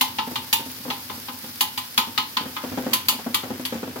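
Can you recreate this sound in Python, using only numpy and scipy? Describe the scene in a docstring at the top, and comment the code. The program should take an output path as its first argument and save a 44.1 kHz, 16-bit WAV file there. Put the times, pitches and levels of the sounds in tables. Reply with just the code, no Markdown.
"""Chopping on a hot griddle

A tiled kitchen, a stereo pair close to the stove. Chopped vegetables fry on heavy iron over a gas ring.
A steel knife chops at them: where it reaches the iron it clacks and rings; cushioned blows and the
rocking griddle give dull knocks, and wet pieces squelch under the blade, mostly in the second half.
Oil sizzles throughout and now and then spits, over the low rumble of the burner."""
import sys
import numpy as np
from scipy import signal
from scipy.fft import rfft, irfft
from scipy.io import wavfile

SR = 44100
rng = np.random.default_rng(int(sys.argv[2]) if len(sys.argv) > 2 else 0)


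def persist_wave(psi):
    """Save psi, clipped to +-1, as 16-bit WAV."""
    counts = np.round(np.clip(psi, -1, 1) * 32767).astype(np.int16)
    wavfile.write(sys.argv[1], SR, np.atleast_2d(counts).T)


N = 176400
AGE = np.arange(SR * 2 // 5) / SR   # time since a blow [s]
CLACK_LOW_HZ, CLACK_TOP_HZ = 1250, 5600

# spectrum of wet vegetables under the blade: (frequency [Hz], relative level [dB])
WET_SPECTRUM = [(700, -14), (1500, 1), (3200, -1), (4500, -7), (6000, -6), (9000, -14), (16000, -14)]
# how alike the two microphones hear the stove: (frequency [Hz], correlation [-1..1])
MIC_LIKENESS = [(30, .4), (80, .95), (130, .97), (250, .94), (450, .85), (700, .7), (1300, .05),
                (2500, -.1), (15000, -.05)]


def knife_taps(ring_db=-23.5, overtone_gap_hz=60):
    """Each tap rings the same steel; the spot and hardness of contact weight each register."""
    # knife on iron, levels before trim: (time [s], clang pitch [Hz], clang [dB], clack [dB], sheen [dB])
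    taps = [(.0098, 900, -18.5, -17.5, -19.5), (.185, 960, -20, -25, -41), (.3566, 950, -25, -24.5, -33),
            (.5277, 950, -21, -16.5, -17), (.9015, 880, -24.5, -26.5, -38), (1.097, 880, -31, -45, -52),
            (1.283, 900, -31, -45, -47), (1.441, 900, -42, -49, -55), (1.6076, 920, -20.5, -18, -18.5),
            (1.776, 1000, -27, -26.5, -29.5), (1.9768, 1040, -16, -16, -20.5),
            (2.177, 1080, -17.5, -16.5, -30), (2.3685, 1170, -20, -20, -34), (2.564, 1160, -26.5, -44, -44),
            (2.9325, 1190, -22, -19, -17.5), (3.0842, 1020, -20.5, -17, -16.5),
            (3.3437, 1200, -21.5, -19.5, -21), (3.6515, 1100, -33, -26, -28.5)]
    # ringing of blade and griddle: (frequency [Hz], relative level [dB], t60 [s])
    steel_modes = [(808, -2, .25), (868, 3, .28), (915, -2, .45), (1020, 5, .25), (1190, -3, .2),
                   (1265, -3, .22), (2400, -6, .2), (2900, -1, .3), (3120, -5, .3), (3395, -2, .18),
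                   (3570, -3, .2), (4020, -5, .25), (4430, -4, .15), (5070, -8, .18), (6700, -9, .18),
                   (7520, -6, .18), (10950, 0, .16), (11120, -2, .2), (11680, -4, .16), (12505, -5, .18),
                   (13450, -5, .18), (13626, -3, .18), (13750, -3, .13), (14885, -3, .18), (15295, -5, .14)]
    shapes = ((.002, .085, -12, .36, -2.3),     # clang; columns as in blow()
              (.0005, .042, -9.5, .27, -3.8),   # clack
              (.0016, .085, -9.5, .25, -1.5))   # sheen
    out = np.zeros((2, N))
    hz = np.arange(len(AGE) // 2 + 1) * SR / len(AGE)
    mode_bins = (rng.random(len(hz)) < hz[1] / overtone_gap_hz) & (hz > CLACK_LOW_HZ)
    for s, clang_hz, *levels in taps:
        clatter = registers(steel_overtones(mode_bins), clang_hz)
        rings = registers(from_db(ring_db) * ringing(steel_modes, attack_s=.0003), clang_hz)
        steel = sum(map(blow, clatter, shapes, levels, rings))
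        add(out, s, steel + griddle_thud(levels[0] - 16))   # the boom follows the clang's strength
    return out


def steel_overtones(mode_bins, mode_share=.62):
    """The steel's many close modes, struck with new strengths, inside a diffuse clatter."""
    # dense overtones of blade and griddle: (frequency [Hz], relative level [dB])
    spectrum = [(500, -12), (700, -13), (830, -3), (1250, 2), (1450, -1), (1620, -5), (1900, 1), (2150, -2),
                (2400, 1), (2650, 0), (2930, 4), (3200, 1), (3600, 2), (3950, -1), (4480, -1), (5000, -8),
                (6900, -10), (7400, -7), (7900, -12), (9400, -13), (10500, -8), (11000, -2), (11600, -6),
                (12100, -4), (13100, -10), (13800, -2), (14300, -7), (15300, -6), (16000, -14)]
    size = (2, len(mode_bins))
    strengths = rng.standard_normal(size) * np.exp(2j * np.pi * rng.random(size))
    modes = at_mics(irfft(mode_bins * strengths, len(AGE)), spectrum)
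    return np.sqrt(mode_share) * modes + np.sqrt(1 - mode_share) * noise(spectrum)


def registers(steel, clang_hz, width_hz=520):
    """Split the steel's sound into the blade's clang, the clack and the treble sheen."""
    clang = filtered(steel, [clang_hz - width_hz / 2, clang_hz + width_hz / 2], "band", order=1)
    clack = filtered(steel, [CLACK_LOW_HZ, CLACK_TOP_HZ], "band", order=3)
    sheen = filtered(steel, CLACK_TOP_HZ, "high", order=4)
    return clang, clack, sheen


def dull_knocks():
    """Cushioned blows: a boom, the squash of soft food and a little wet hiss."""
    # knocks, levels before trim: (time [s], thud [dB], squash [dB], wet hiss [dB])
    knocks = [(.271, -32, -35, -40), (.311, -33, -39, -43), (.594, -34, -39, -42), (.66, -35, -46, -46),
              (.849, -33, -35, -41), (.879, -32, -34, -40), (1.097, -39, -42, -50), (1.175, -41, -44, -48),
              (1.283, -39, -43, -50), (1.441, -39, -46, -50), (2.07, -36, -42, -45), (2.407, -33, -37, -42),
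              (2.453, -33, -35, -40), (2.636, -28, -28, -36), (2.717, -27, -32, -37),
              (2.773, -22.5, -25, -40), (2.832, -32, -40, -44), (2.863, -25, -27, -38),
              (2.919, -33, -32, -38), (3.124, -36, -36, -40), (3.188, -38, -35, -37),
              (3.262, -25.5, -28, -44), (3.433, -32, -30, -38), (3.502, -26, -30, -40),
              (3.595, -31, -36, -37), (3.723, -29, -26, -36), (3.75, -29, -36, -39), (3.828, -29, -30, -39),
              (3.874, -34, -36, -43), (3.958, -30, -30, -41)]
    # soft food giving way: (frequency [Hz], relative level [dB])
    squash_spectrum = [(100, -40), (200, -20), (380, -4), (500, 1), (620, -4), (780, -2), (1050, -7),
                       (1500, -10), (2200, -20), (5000, -45)]
    squash_shape, hiss_shape = (.003, .07, -11, .35, -4.5), (.004, .09, -7, .3, -6.5)
    out = np.zeros((2, N))
    for s, thud_db, squash_db, hiss_db in knocks:
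        thud = griddle_thud(thud_db)
        squash = blow(noise(squash_spectrum), squash_shape, squash_db)
        hiss = blow(noise(WET_SPECTRUM), hiss_shape, hiss_db)
        add(out, s, thud + squash + hiss)
    return out


def griddle_thud(db, modes_db=-4.2):
    """The struck griddle booms: low modes and a burst of dark noise."""
    # low modes of the griddle on its stand: (frequency [Hz], relative level [dB], t60 [s])
    iron_modes = [(118, -17, .2), (232, -1, .14), (254, 0, .24), (288, -8, .12), (400, -14, .12),
                  (512, -7, .14)]
    # noisy part of the boom: (frequency [Hz], relative level [dB])
    spectrum = [(40, -37), (70, -22), (100, -9), (160, -10), (230, -1), (330, -6), (420, -10), (800, -35),
                (2000, -60)]
    shape = (.004, .07, -10, .45, -8)
    ring = at_level(ringing(iron_modes, attack_s=.003), db + modes_db)
    return ring + blow(noise(spectrum), shape, db)


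def stirring(flutter_db=2):
    """Wet pieces part and smear under the blade in clumps of small squelches."""
    # the blade pushing through the vegetables: (time [s], level [dB])
    level = [(0, -56), (2.3, -56), (2.58, -48), (2.66, -42), (2.9, -42), (3.05, -47), (3.35, -48),
             (3.48, -44), (3.62, -47), (3.75, -42.5), (3.87, -43), (4, -50)]
    gain = from_db(in_time(level) + flutter_db * drift(rate_hz=20))
    return gain * grains(WET_SPECTRUM, per_s=2200, spread_db=2)


def frying(crackle_db=-6, flutter_db=.9):
    """Countless tiny bursts blur into a hiss; the larger ones stand out as crackle."""
    # sizzling oil: (frequency [Hz], relative level [dB])
    spectrum = [(60, -30), (400, -17), (700, -11), (1500, -2.5), (2500, -2.5), (3800, -1.5), (5000, 1.5),
                (6500, -5.5), (8300, -9.5), (10500, -3), (12500, 0), (15000, 0), (16000, -3)]
    # strength of the hiss: (time [s], level [dB])
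    level = [(0, -38.2), (.8, -37.4), (1.4, -37.9), (2, -38.4), (2.6, -39), (3.3, -40.5), (4, -41.5)]
    crackle = from_db(crackle_db) * grains(spectrum, per_s=3000, spread_db=3.8)
    gain = from_db(in_time(level) + flutter_db * drift(rate_hz=25))
    return gain * (noise(spectrum, N) + crackle)


def oil_spits(t60=.003, low_hz=9000, room_db=-26, room_t60=.15):
    """Single droplets burst with a tiny bright tick and a faint tail off the tiles."""
    # bursting droplets: (time [s], peak level [dB])
    spits = [(.717, -15), (1.107, -21), (1.3335, -23), (1.3883, -18), (1.4653, -23), (3.613, -20)]
    out = np.zeros((2, N))
    fall = from_db(-60 * AGE / t60) + from_db(room_db - 60 * AGE / room_t60)
    for s, db in spits:
        tick = filtered(rng.standard_normal((2, len(AGE))) * fall, low_hz, "high")
        add(out, s, from_db(db) * tick / np.abs(tick).max())
    return out


def burner(waver_db=1):
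    """Low, wavering rumble of the flame under the iron."""
    # gas flame: (frequency [Hz], relative level [dB])
    spectrum = [(25, -38), (45, -34), (65, -20), (90, 4), (125, -2), (160, -8), (210, -3), (253, 6),
                (300, -6), (400, -14), (520, -10), (650, -18), (880, -12), (1200, -15), (2000, -26),
                (4000, -45)]
    # strength of the rumble: (time [s], level [dB])
    level = [(0, -44.5), (.8, -45), (1.3, -46.5), (1.9, -49), (2.2, -46), (4, -45)]
    return from_db(in_time(level) + waver_db * drift(rate_hz=8)) * noise(spectrum, N)


def blow(carrier, shape, db, ring=0):
    """Quick rise, quick fall, then the kitchen's slower tail; ringing modes keep their own decay."""
    attack_s, t60, room_db, room_t60, trim_db = shape
    rise = 1 - np.exp(-AGE / attack_s)
    fall = np.hypot(from_db(-60 * AGE / t60), from_db(room_db - 60 * AGE / room_t60))
    return at_level((carrier * fall + ring) * rise, db + trim_db)


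def ringing(modes, attack_s, scatter_db=4):
    """Decaying sines, struck with new strengths; the higher ones reach the microphones out of step."""
    out = 0
    for hz, db, t60 in modes:
        mic_phase = np.array([[.5], [-.5]]) * np.arccos(at_hz(MIC_LIKENESS, hz))
        phase = rng.uniform(0, 2 * np.pi) + mic_phase * rng.choice([-1, 1])
        fall = from_db(db + scatter_db * rng.normal() - 60 * AGE / t60)
        out = out + fall * np.sin(2 * np.pi * hz * AGE + phase)
    return out * (1 - np.exp(-AGE / attack_s))


def grains(spectrum, per_s, spread_db):
    """Tiny bursts at random moments, most small and a few large; rms 1."""
    sizes = from_db(spread_db * np.minimum(rng.exponential(1, N), 5))
    onsets = rng.random(N) < per_s / SR
    return at_mics(onsets * sizes * rng.standard_normal((2, N)), spectrum)


def noise(spectrum, size=len(AGE)):
    """Stereo noise of a given spectrum."""
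    return at_mics(rng.standard_normal((2, size)), spectrum)


def at_mics(pair, spectrum):
    """Give two unrelated noises a spectrum and the microphones' likeness and balance; rms 1."""
    # balance across the microphones: (frequency [Hz], left minus right [dB])
    balance = [(60, 1), (200, 0), (500, 2), (700, 2.5), (1300, 1), (2400, .7), (4500, 3.6), (6000, 0),
               (8000, -6), (10000, -4), (12000, -1), (15000, -1.2)]
    size = pair.shape[1]
    hz = np.arange(size // 2 + 1) * SR / size
    mid, side = rfft(pair)
    alike, sides = at_hz(MIC_LIKENESS, hz), np.array([[1], [-1]])
    left_right = np.sqrt(1 + alike) * mid + sides * np.sqrt(1 - alike) * side
    gain = from_db(at_hz(spectrum, hz) + sides * at_hz(balance, hz) / 2)
    return rms_one(irfft(left_right * gain, size))


def drift(rate_hz):
    """Slow random wander; rms 1."""
    return rms_one(filtered(rng.standard_normal(N + SR), rate_hz, "low")[SR:])


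def at_level(x, db, onset_s=.03):
    """Set the rms level of a blow's first moments."""
    return x * from_db(db) / np.sqrt(np.mean(x[:, :int(onset_s * SR)] ** 2) + 1e-20)


def add(track, s, sound):
    """Mix a sound in at a time."""
    start = int(s * SR)
    track[:, start:start + sound.shape[1]] += sound[:, :N - start]


def from_db(db):
    """Decibels to gain."""
    return 10 ** (np.asarray(db) / 20)


def rms_one(x):
    """Scale to unit rms."""
    return x / np.sqrt(np.mean(x ** 2) + 1e-20)


def at_hz(points, hz):
    """Read a table along log frequency."""
    known, values = np.transpose(points)
    return np.interp(np.log(np.maximum(hz, 1)), np.log(known), values)


def in_time(curve):
    """Read a curve at every sample."""
    return np.interp(np.arange(N) / SR, *np.transpose(curve))


def filtered(x, hz, kind, order=2):
    """Butterworth filter."""
    return signal.sosfilt(signal.butter(order, hz, kind, fs=SR, output="sos"), x)


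def scene():
    """Everything at the stove, as it reaches the microphones."""
    return knife_taps() + dull_knocks() + stirring() + frying() + oil_spits() + burner()


def record(dry):
    """The microphones' deep bass is rolled off and the top is cut steeply."""
    bass_cut_hz, top_cut_hz = 45, 15900
    top_cut = signal.ellip(12, .1, 80, top_cut_hz, fs=SR, output="sos")
    return signal.sosfilt(top_cut, filtered(dry, bass_cut_hz, "high"))


dry = scene()
out = record(dry)
persist_wave(out)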